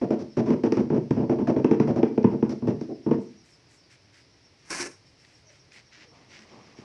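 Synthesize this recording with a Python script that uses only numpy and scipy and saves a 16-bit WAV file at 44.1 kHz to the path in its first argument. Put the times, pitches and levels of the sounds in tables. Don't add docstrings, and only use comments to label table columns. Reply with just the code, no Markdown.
import sys
import numpy as np
from scipy import signal
from scipy.fft import rfft, irfft
from scipy.io import wavfile
from scipy.ndimage import uniform_filter1d, minimum_filter1d

SR = 44100
rng = np.random.default_rng(int(sys.argv[2]) if len(sys.argv) > 2 else 0)


def put_to_file(sound):
    columns = np.atleast_2d(sound).T
    safe = np.clip(columns, -1, 1)
    whole_steps = np.round(safe * 32767)
    wavfile.write(sys.argv[1], SR, whole_steps.astype(np.int16))


N = 301634

# start_s, blur (0 = one crisp blow, 1 = a drawn-out burst), strength_db (relative),
# thud_tilt_db (per octave, 125 to 500 Hz), hollow_db (relative), extra_sand_db
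MALLET_TAPS = [(0.013, 0.81, -24, 0.5, -8, 2), (0.106, 0.5, -22.5, 2, -7.5, 5.5),
               (0.19, 0.89, -32, -1, -15, 14), (0.368, 0.99, -21, 0.5, -11, 8),
               (0.459, 1, -23.5, 1.5, -18, 5.5), (0.5039, 0.51, -20, 0.5, -13, 3.5),
               (0.636, 0.55, -20, 1, -15.5, 5.5), (0.7217, 0.018, -22, 4, -20, 11.5),
               (0.77, 0.58, -20, -0.5, -15, 4), (0.902, 0.56, -21, -1, -16.5, -6),
               (0.945, 0.67, -23, -1, -8.5, 1.5), (1.108, 0.01, -21.5, -3, -18, 4.5),
               (1.163, 0.91, -23, -0.5, -13.5, -4), (1.205, 0.62, -24.5, -3, -14, -4),
               (1.296, 0.51, -20.5, 1.5, -11.5, -0.5), (1.323, 0.46, -27, 2.5, -10.5, -3),
               (1.385, 0.66, -23, 0.5, -16.5, -2), (1.472, 0.69, -20, -1, -7, 5.5),
               (1.564, 0.5, -22, 0, -11, 0), (1.645, 0, -17.5, 5, -19, 0),
               (1.7115, 0.42, -17.5, 1.5, -17.5, 1), (1.7994, 0.35, -18.5, -1, -18, 4),
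               (1.874, 0.68, -22.5, -3.5, -7, 4.5), (1.96, 0.64, -23, -0.5, -9, 5),
               (2.0303, 0.068, -17, 5.5, -16.5, -2.5), (2.1771, 0, -21, 2.5, -13.5, -5),
               (2.243, 0, -15, -2.5, -23, -7.5), (2.309, 0.93, -25.5, -3, -16, -2.5),
               (2.4259, 0.35, -20, 0, -23, -7), (2.493, 0.66, -29, -0.5, -13.5, 16),
               (2.623, 0.53, -27.5, -5.5, -19, -9), (2.673, 0.51, -24.5, 1.5, -13, 6.5),
               (2.6822, 0.29, -23.5, -6, -13.5, -1), (2.751, 0.22, -43, -4, -14.5, -11),
               (2.812, 0.38, -31.5, 1, -16.5, 10.5), (2.884, 0.85, -33, 8, -10.5, -5),
               (3.063, 0.56, -23, -2, -17.5, -10), (3.111, 0.46, -19.5, 1.5, -13, -3),
               (3.183, 0, -35, -5, -20, -3), (6.786, 0.33, -48.5, -6, -21, 10)]
# pitch_hz, level_db (relative), t60_s (time to fall 60 dB)
TILE_TONES = [(173.4, -16, 0.0434), (190, -8.85, 0.0202), (270, -11.6, 0.0172), (429.3, -23.2, 0.047)]
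# pitch_hz, level_db (relative), t60_s
KNOCK_TONES = [(832, 3, 0.027), (917, -0.5, 0.047), (995, -5, 0.053), (1153, -6, 0.016)]
# pitch_hz, level_db (relative), t60_s
HOLLOW_TONES = [(538, -0.5, 0.042), (620, -2.5, 0.05), (710, -4, 0.035)]
# (per Hz, relative)
EDGE_COLOUR = [(600, -15.5), (1100, 6), (1800, 0), (2600, -4), (3400, -14.5), (5000, -55.5)]
# (per Hz, relative)
SAND_COLOUR = [(2200, -19), (3400, -3), (4400, -0.5), (5700, 6), (6600, -7.5), (8000, -17.5),
               (10500, -24.5), (12000, -31)]
USUAL_TAP_DB, KNOCK_GROWTH, CLACK_GROWTH, CLACK_PER_SAND = -24, 0.42, 0.45, 0.48
WALL_ECHO_S, WALL_ECHO_DB = .0087, -6.5


def mallet(thud_db, knock_db, clack_db, grit_db, room_db):
    t, out = np.arange(SR // 3) / SR, np.zeros(N)
    span = np.sqrt(.043 * SR)
    for start_s, blur, strength, tilt, hollow, sand in MALLET_TAPS:
        harder = strength - USUAL_TAP_DB
        thud = colour(tile_ring(t, TILE_TONES, contact_hz=426), [(125, 0), (500, 2 * tilt)])
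        wall_echo = np.interp(t - WALL_ECHO_S, t, thud, left=0)
        thud = energy_one(thud + from_db(WALL_ECHO_DB) * wall_echo)
        knock = tile_ring(t, KNOCK_TONES, contact_hz=1301)
        hollow_ring = tile_ring(t, HOLLOW_TONES, contact_hz=900)
        clack = colour(crunch(t, blur, crack_t60=0.02, settle_db=-14), EDGE_COLOUR)
        grit = colour(crunch(t, blur, crack_t60=0.014, settle_db=-15), SAND_COLOUR)

        tap = from_db(thud_db) * blurred(t, thud, blur)
        tap += from_db(knock_db + KNOCK_GROWTH * harder) * blurred(t, knock, blur)
        tap += from_db(hollow) * blurred(t, hollow_ring, blur)
        tap += from_db(clack_db + CLACK_GROWTH * harder + CLACK_PER_SAND * sand) * clack
        tap += from_db(grit_db + sand) * grit
        add(out, start_s, span * from_db(strength) * in_room(tap, room_db))
    return out


def tile_ring(t, modes, contact_hz):
    hz, db, t60 = np.transpose(modes)[:, :, None]
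    hz = hz * (1 + .04 * rng.standard_normal())
    db = db + .6 * rng.standard_normal(db.shape)
    signs = -(-1) ** np.arange(len(modes))[:, None]
    ring = np.sum(signs * from_db(db - 60 * t / t60) * np.sin(2 * np.pi * hz * t), axis=0)
    band = signal.butter(2, [105, contact_hz], "band", fs=SR, output="sos")
    return energy_one(signal.sosfilt(band, ring))


def noise_burst(t, length_s, after_db, size=2048):
    pieces = []
    for _ in range(len(t) // size + 1):
        random_phase = 2 * np.pi * rng.random(size // 2 + 1)
        pieces.append(irfft(np.exp(1j * random_phase)))
    after = from_db(after_db)
    fade = np.interp(t / length_s, [0, .04, .92, 1.1, 1.9, 2.2], [.5, 1, 1, after, after, 0])
    return energy_one(np.concatenate(pieces)[:len(t)] * fade)


def blurred(t, ring, blur):
    burst = noise_burst(t, length_s=0.0426, after_db=-16.5)
    drawn_out = energy_one(signal.fftconvolve(burst, ring)[:len(t)])
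    return energy_one((1 - blur) ** 2 * ring + blur ** 2 * drawn_out)


def crunch(t, blur, crack_t60, settle_db):
    fade = from_db(-60 * t / crack_t60) + from_db(settle_db - 60 * t / 0.3)
    crack = energy_one(rng.standard_normal(len(t)) * fade)
    burst = noise_burst(t, length_s=0.04, after_db=-25.5)
    return energy_one((1 - blur) * crack + blur * burst)


def low_pulse(pulse_db, length_s):
    out, pulse = np.zeros(N), np.hanning(int(length_s * SR))
    for start_s, _, strength, *_ in MALLET_TAPS:
        add(out, start_s, from_db(strength + pulse_db) * pulse)
    return out


# time_s, level_db (relative)
SLIDE_LEVEL = [(4.65, -62.5), (4.694, -50.5), (4.706, -31), (4.794, -34), (4.81, -29), (4.829, -31),
               (4.836, -38), (4.872, -37.5), (4.885, -57), (4.92, -52), (4.958, -71), (4.98, -80)]
# time_s, level_db
GROAN_LEVEL = [(4.703, -59), (4.712, -40.5), (4.735, -48), (4.8, -47.5), (4.865, -43), (4.9, -49),
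               (4.915, -63)]
# pitch_hz, width_hz, level_db (relative)
BAR_TONES = [(343, 18, 15), (1140, 50, -1), (1130, 43, -4), (1550, 16, 0), (1590, 16, -16), (1735, 18, 8),
             (1720, 28, 5), (2205, 36, 4), (2400, 25, 2), (4830, 16, -1), (5587, 22, -8), (8500, 120, -8)]
# (per Hz, relative)
RASP_COLOUR = [(40, -29), (100, -1), (200, 2.5), (400, 5), (650, 2), (1100, 7), (1800, 8.5), (2500, 7),
               (3400, -6.5), (4500, 2.5), (5600, 10.5), (7300, -0.5), (8800, -0.5), (11000, -10),
               (12000, -30)]
SHIFT_DB, SHIFTS_PER_S = 4.5, 40


def spirit_level(ring_db, rasp_db, groan_hz, groan_q):
    friction = slips(per_s=3200, spread_db=1.5) * gains_in_time(SLIDE_LEVEL)[0]
    t = np.arange(SR // 4) / SR
    modes = []
    for hz, width, db in BAR_TONES:
        decay = np.exp(-np.pi * width * t)
        modes.append(from_db(db) * width * decay * np.sin(2 * np.pi * hz * t))
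    modes = np.array(modes)
    bar = np.zeros(N)
    for mode in modes / np.linalg.norm(modes):
        shifting = friction * from_db(SHIFT_DB * drift(rate=SHIFTS_PER_S))
        bar += signal.oaconvolve(shifting, mode)[:N]

    resonance = signal.iirpeak(groan_hz, groan_q, fs=SR)
    judder = signal.lfilter(*resonance, slips(per_s=600, spread_db=-1.5))
    groan = gains_in_time(GROAN_LEVEL)[0] * rms_one(signal.lfilter(*resonance, judder))
    return from_db(ring_db) * bar + from_db(rasp_db) * colour(friction, RASP_COLOUR) + groan


# start_s, length_s, swish_db (relative), wet_glaze_hiss_db (relative)
SPONGE_STROKES = [(3.19, 0.036, -67, -70), (3.28, 0.048, -63.5, -82), (3.43, 0.098, -64, -69.5),
                  (3.68, 0.074, -67.5, -66.5), (3.89, 0.028, -53, -66), (4.12, 0.071, -59.5, -70),
                  (4.57, 0.089, -68, -79), (5.05, 0.049, -77, -75), (5.17, 0.21, -65, -73),
                  (5.48, 0.078, -61.5, -73.5), (5.71, 0.052, -51, -65), (5.91, 0.11, -53, -90),
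                  (6.12, 0.13, -61.5, -86), (6.28, 0.15, -55, -72.5), (6.46, 0.26, -59.5, -84),
                  (6.76, 0.045, -55, -75)]
# start_s, length_s, level_db (relative)
BODY_SHIFTS = [(5.74, 0.044, -59), (5.93, 0.11, -59), (6.1, 0.87, -56), (6.5, 0.076, -55),
               (6.775, .06, -53)]
# start_s, level_db (relative)
SAND_CRACKS = [(2.23, -43), (3.905, -59), (5.2483, -42.5), (5.7194, -41), (6.39, -41)]
# (per Hz, relative)
SPONGE_COLOUR = [(700, -48.5), (1300, 0.5), (2100, 8.5), (3600, -2.5), (5600, 1.5), (7000, -11.5),
                 (10000, -37.5), (12000, -31.5)]
# (per Hz, relative)
CLOTHES_COLOUR = [(60, -1), (140, 12.5), (320, 13), (600, 8), (1200, 6), (2500, -66)]


def wiping(swish_db, hiss_db, hiss_hz, rustle_db, grain_db, grain_t60):
    pressure, wetness = strokes(SPONGE_STROKES)
    rub = from_db(swish_db + 2 * drift(rate=30)) * pressure * slips(per_s=2000, spread_db=1.5)
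    t = np.arange(SR // 20) / SR
    for start_s, db in SAND_CRACKS:
        fade = from_db(db + grain_db - 60 * t / grain_t60)
        add(rub, start_s, fade * rng.standard_normal(len(t)))

    glaze = signal.butter(2, [hiss_hz, 1.6 * hiss_hz], "band", fs=SR, output="sos")
    wet_slips = rms_one(signal.sosfilt(glaze, slips(per_s=2700, spread_db=2.0)))
    hiss = from_db(hiss_db) * wetness * wet_slips

    movement = strokes(BODY_SHIFTS)[0]
    rustle = from_db(rustle_db + 2 * drift(rate=28)) * movement * rng.standard_normal(N)
    return colour(rub, SPONGE_COLOUR) + hiss + colour(rustle, CLOTHES_COLOUR)


SWELL_S, FADE_S = 0.026, 0.059


def strokes(rows):
    t = np.arange(N) / SR
    shapes = []
    for start_s, length, *_ in rows:
        swell = np.interp(t - start_s, [0, SWELL_S], [0, 1])
        fade = np.interp(t - start_s - length, [0, FADE_S], [1, 0])
        shapes.append(swell * fade)
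    return from_db(np.array(rows)[:, 2:].T) @ np.array(shapes)


# start_s, length_s, first_pitch_hz, last_pitch_hz, level_db (before wavering)
RUB_TONES = [(5.43, 0.14, 660, 571, -61.5), (5.95, 0.11, 309, 296, -58), (6.02, 0.12, 506, 442, -60),
             (6.36, 0.096, 203, 235, -55)]


def rubs(waver):
    out = np.zeros(N)
    for start_s, length, from_hz, to_hz, db in RUB_TONES:
        u = np.linspace(0, 1, int(length * SR))
        hz = (from_hz + (to_hz - from_hz) * u) * (1 + waver * drift(rate=143)[:len(u)])
        level = from_db(db + 2 * drift(rate=63)[:len(u)]) * np.sin(np.pi * u)
        add(out, start_s, level * np.sin(2 * np.pi * np.cumsum(hz) / SR))
    return out


# start_s, middle_pitch_hz (before wavering), level_db (before smearing)
BIRD_CHIRPS = [(0.28, 5330, -54), (1.02, 5460, -78), (1.13, 5070, -61), (1.239, 5180, -68),
               (1.6, 4920, -63.5), (2.04, 5140, -63), (2.13, 4910, -65), (2.279, 5400, -66),
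               (2.39, 5670, -63), (2.781, 5410, -60), (2.909, 5180, -55.5), (3.01, 5550, -58.5),
               (3.119, 5380, -63), (3.25, 5780, -59.5), (3.361, 5780, -58), (3.38, 5200, -61),
               (3.5, 5240, -56), (3.631, 5000, -66), (3.76, 5400, -57.5), (3.811, 4800, -60),
               (3.89, 5670, -62), (4.18, 5020, -59), (4.3, 5550, -62.5), (4.42, 5570, -56),
               (4.569, 5600, -62.5), (4.91, 5600, -55.5), (5.04, 5270, -57), (5.17, 5400, -58),
               (5.32, 5490, -56), (5.45, 5780, -53), (5.57, 5620, -54.5), (5.84, 5600, -58),
               (6.06, 5480, -56), (6.281, 5780, -56), (6.48, 5540, -58.5), (6.59, 5600, -59.5),
               (6.63, 5140, -60), (6.739, 5630, -56)]


def chirps(fall_hz, length_s, waver_hz):
    out, u = np.zeros(N), np.linspace(0, 1, int(length_s * SR))
    for start_s, pitch_hz, db in BIRD_CHIRPS:
        waver = np.interp(u, np.linspace(0, 1, 80), rng.standard_normal(80))
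        hz = pitch_hz + fall_hz * (.5 - u) + waver_hz * waver
        add(out, start_s, from_db(db) * np.sin(np.pi * u) * np.sin(2 * np.pi * np.cumsum(hz) / SR))
    t = np.arange(SR // 5) / SR
    smear = energy_one(rng.standard_normal(len(t)) * from_db(-60 * t / 0.098))
    return signal.fftconvolve(out, smear)[:N]


# (per Hz, relative)
AIR_COLOUR = [(25, -19), (50, -15), (120, -3.5), (210, -16), (300, -11), (500, -17), (1400, -25),
              (2150, -21), (3500, -27), (5550, -19), (6800, -36.5), (10500, -44.5), (12000, -58.5)]


def quiet_air(level_db):
    return from_db(level_db) * colour(rng.standard_normal(N), AIR_COLOUR)


ROOM_T60_S, BASS_T60_S, BASS_HZ = .31, .45, 260
BOOM_HZ, BOOM_DB = 430, -10


def in_room(x, room_db):
    t = np.arange(SR // 3) / SR
    echoes = rng.standard_normal(len(t))
    bass = signal.sosfiltfilt(signal.butter(2, BASS_HZ, fs=SR, output="sos"), echoes)
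    tail = bass * from_db(-60 * t / BASS_T60_S) + (echoes - bass) * from_db(-60 * t / ROOM_T60_S)
    tail = energy_one(tail * np.clip(t / WALL_ECHO_S - 1, 0, 1))
    tail = tail + from_db(BOOM_DB) * signal.lfilter(*signal.iirpeak(BOOM_HZ, 1, fs=SR), tail)
    return x + from_db(room_db) * signal.fftconvolve(x, tail)[:len(x)]


def slips(per_s, spread_db):
    sizes = from_db(spread_db * np.minimum(rng.exponential(1, N), 4))
    signed_sizes = sizes * rng.choice([-1, 1], N)
    return rms_one(signed_sizes * (rng.random(N) < per_s / SR))


def drift(rate):
    knots = rng.standard_normal(2048)
    return rms_one(np.interp(np.arange(N) / SR * rate, np.arange(len(knots)), knots))


def colour(x, spectrum, size=2048):
    hz = np.arange(size // 2 + 1) * SR / size
    cepstrum = irfft(np.log(from_db(at_hz(spectrum, hz))))
    cepstrum[1:size // 2] *= 2
    cepstrum[size // 2 + 1:] = 0
    response = energy_one(irfft(np.exp(rfft(cepstrum))))
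    return signal.fftconvolve(x, response)[:len(x)]


def at_hz(points, hz):
    f, value = np.transpose(points)
    return np.interp(np.log(np.maximum(hz, 1)), np.log(f), value)


def gains_in_time(rows):
    time_s, *columns = np.transpose(rows)
    t = np.arange(N) / SR
    return [from_db(np.interp(t, time_s, db, left=-np.inf, right=-np.inf)) for db in columns]


def add(out, start_s, sound):
    at = max(round(start_s * SR), 0)
    out[at:at + len(sound)] += sound[:max(N - at, 0)]


def from_db(db):
    return 10 ** (np.asarray(db) / 20)


def rms_one(x):
    return x / np.sqrt(np.mean(x ** 2) + 1e-20)


def energy_one(x):
    return x / np.sqrt(np.sum(x ** 2) + 1e-20)


def limiter(x, ceiling_db, release_db_per_s):
    over = np.maximum(20 * np.log10(np.abs(x) + 1e-9) - ceiling_db, 0)
    ramp = release_db_per_s * np.arange(N) / SR
    gain_db = ramp - np.maximum.accumulate(over + ramp, axis=-1)
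    return x * from_db(uniform_filter1d(minimum_filter1d(gain_db, size=131), size=131))


def scene():
    taps = mallet(thud_db=1.0, knock_db=-21.0, clack_db=-27.5, grit_db=-39.5, room_db=-9)
    lows = low_pulse(pulse_db=-12.0, length_s=0.0042)
    scrape = spirit_level(ring_db=-12.0, rasp_db=-2.0, groan_hz=368, groan_q=1.8)
    sponge = wiping(swish_db=-1.5, hiss_db=-1.0, hiss_hz=5280, rustle_db=-2.5, grain_db=-5, grain_t60=0.022)
    handling = in_room(scrape + rubs(waver=.04) + sponge, room_db=-14)
    birds = chirps(fall_hz=250, length_s=0.06, waver_hz=220)
    return (taps + lows + handling + birds + quiet_air(level_db=-59.5))[None]


def record(dry):
    thin = signal.sosfilt(signal.butter(2, 42, "high", fs=SR, output="sos"), dry)
    held = limiter(thin, ceiling_db=-4.5, release_db_per_s=400)
    top_cut = signal.ellip(10, .3, 80, 11900, fs=SR, output="sos")
    return signal.sosfilt(top_cut, held)


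dry = scene()
out = record(dry)
put_to_file(out)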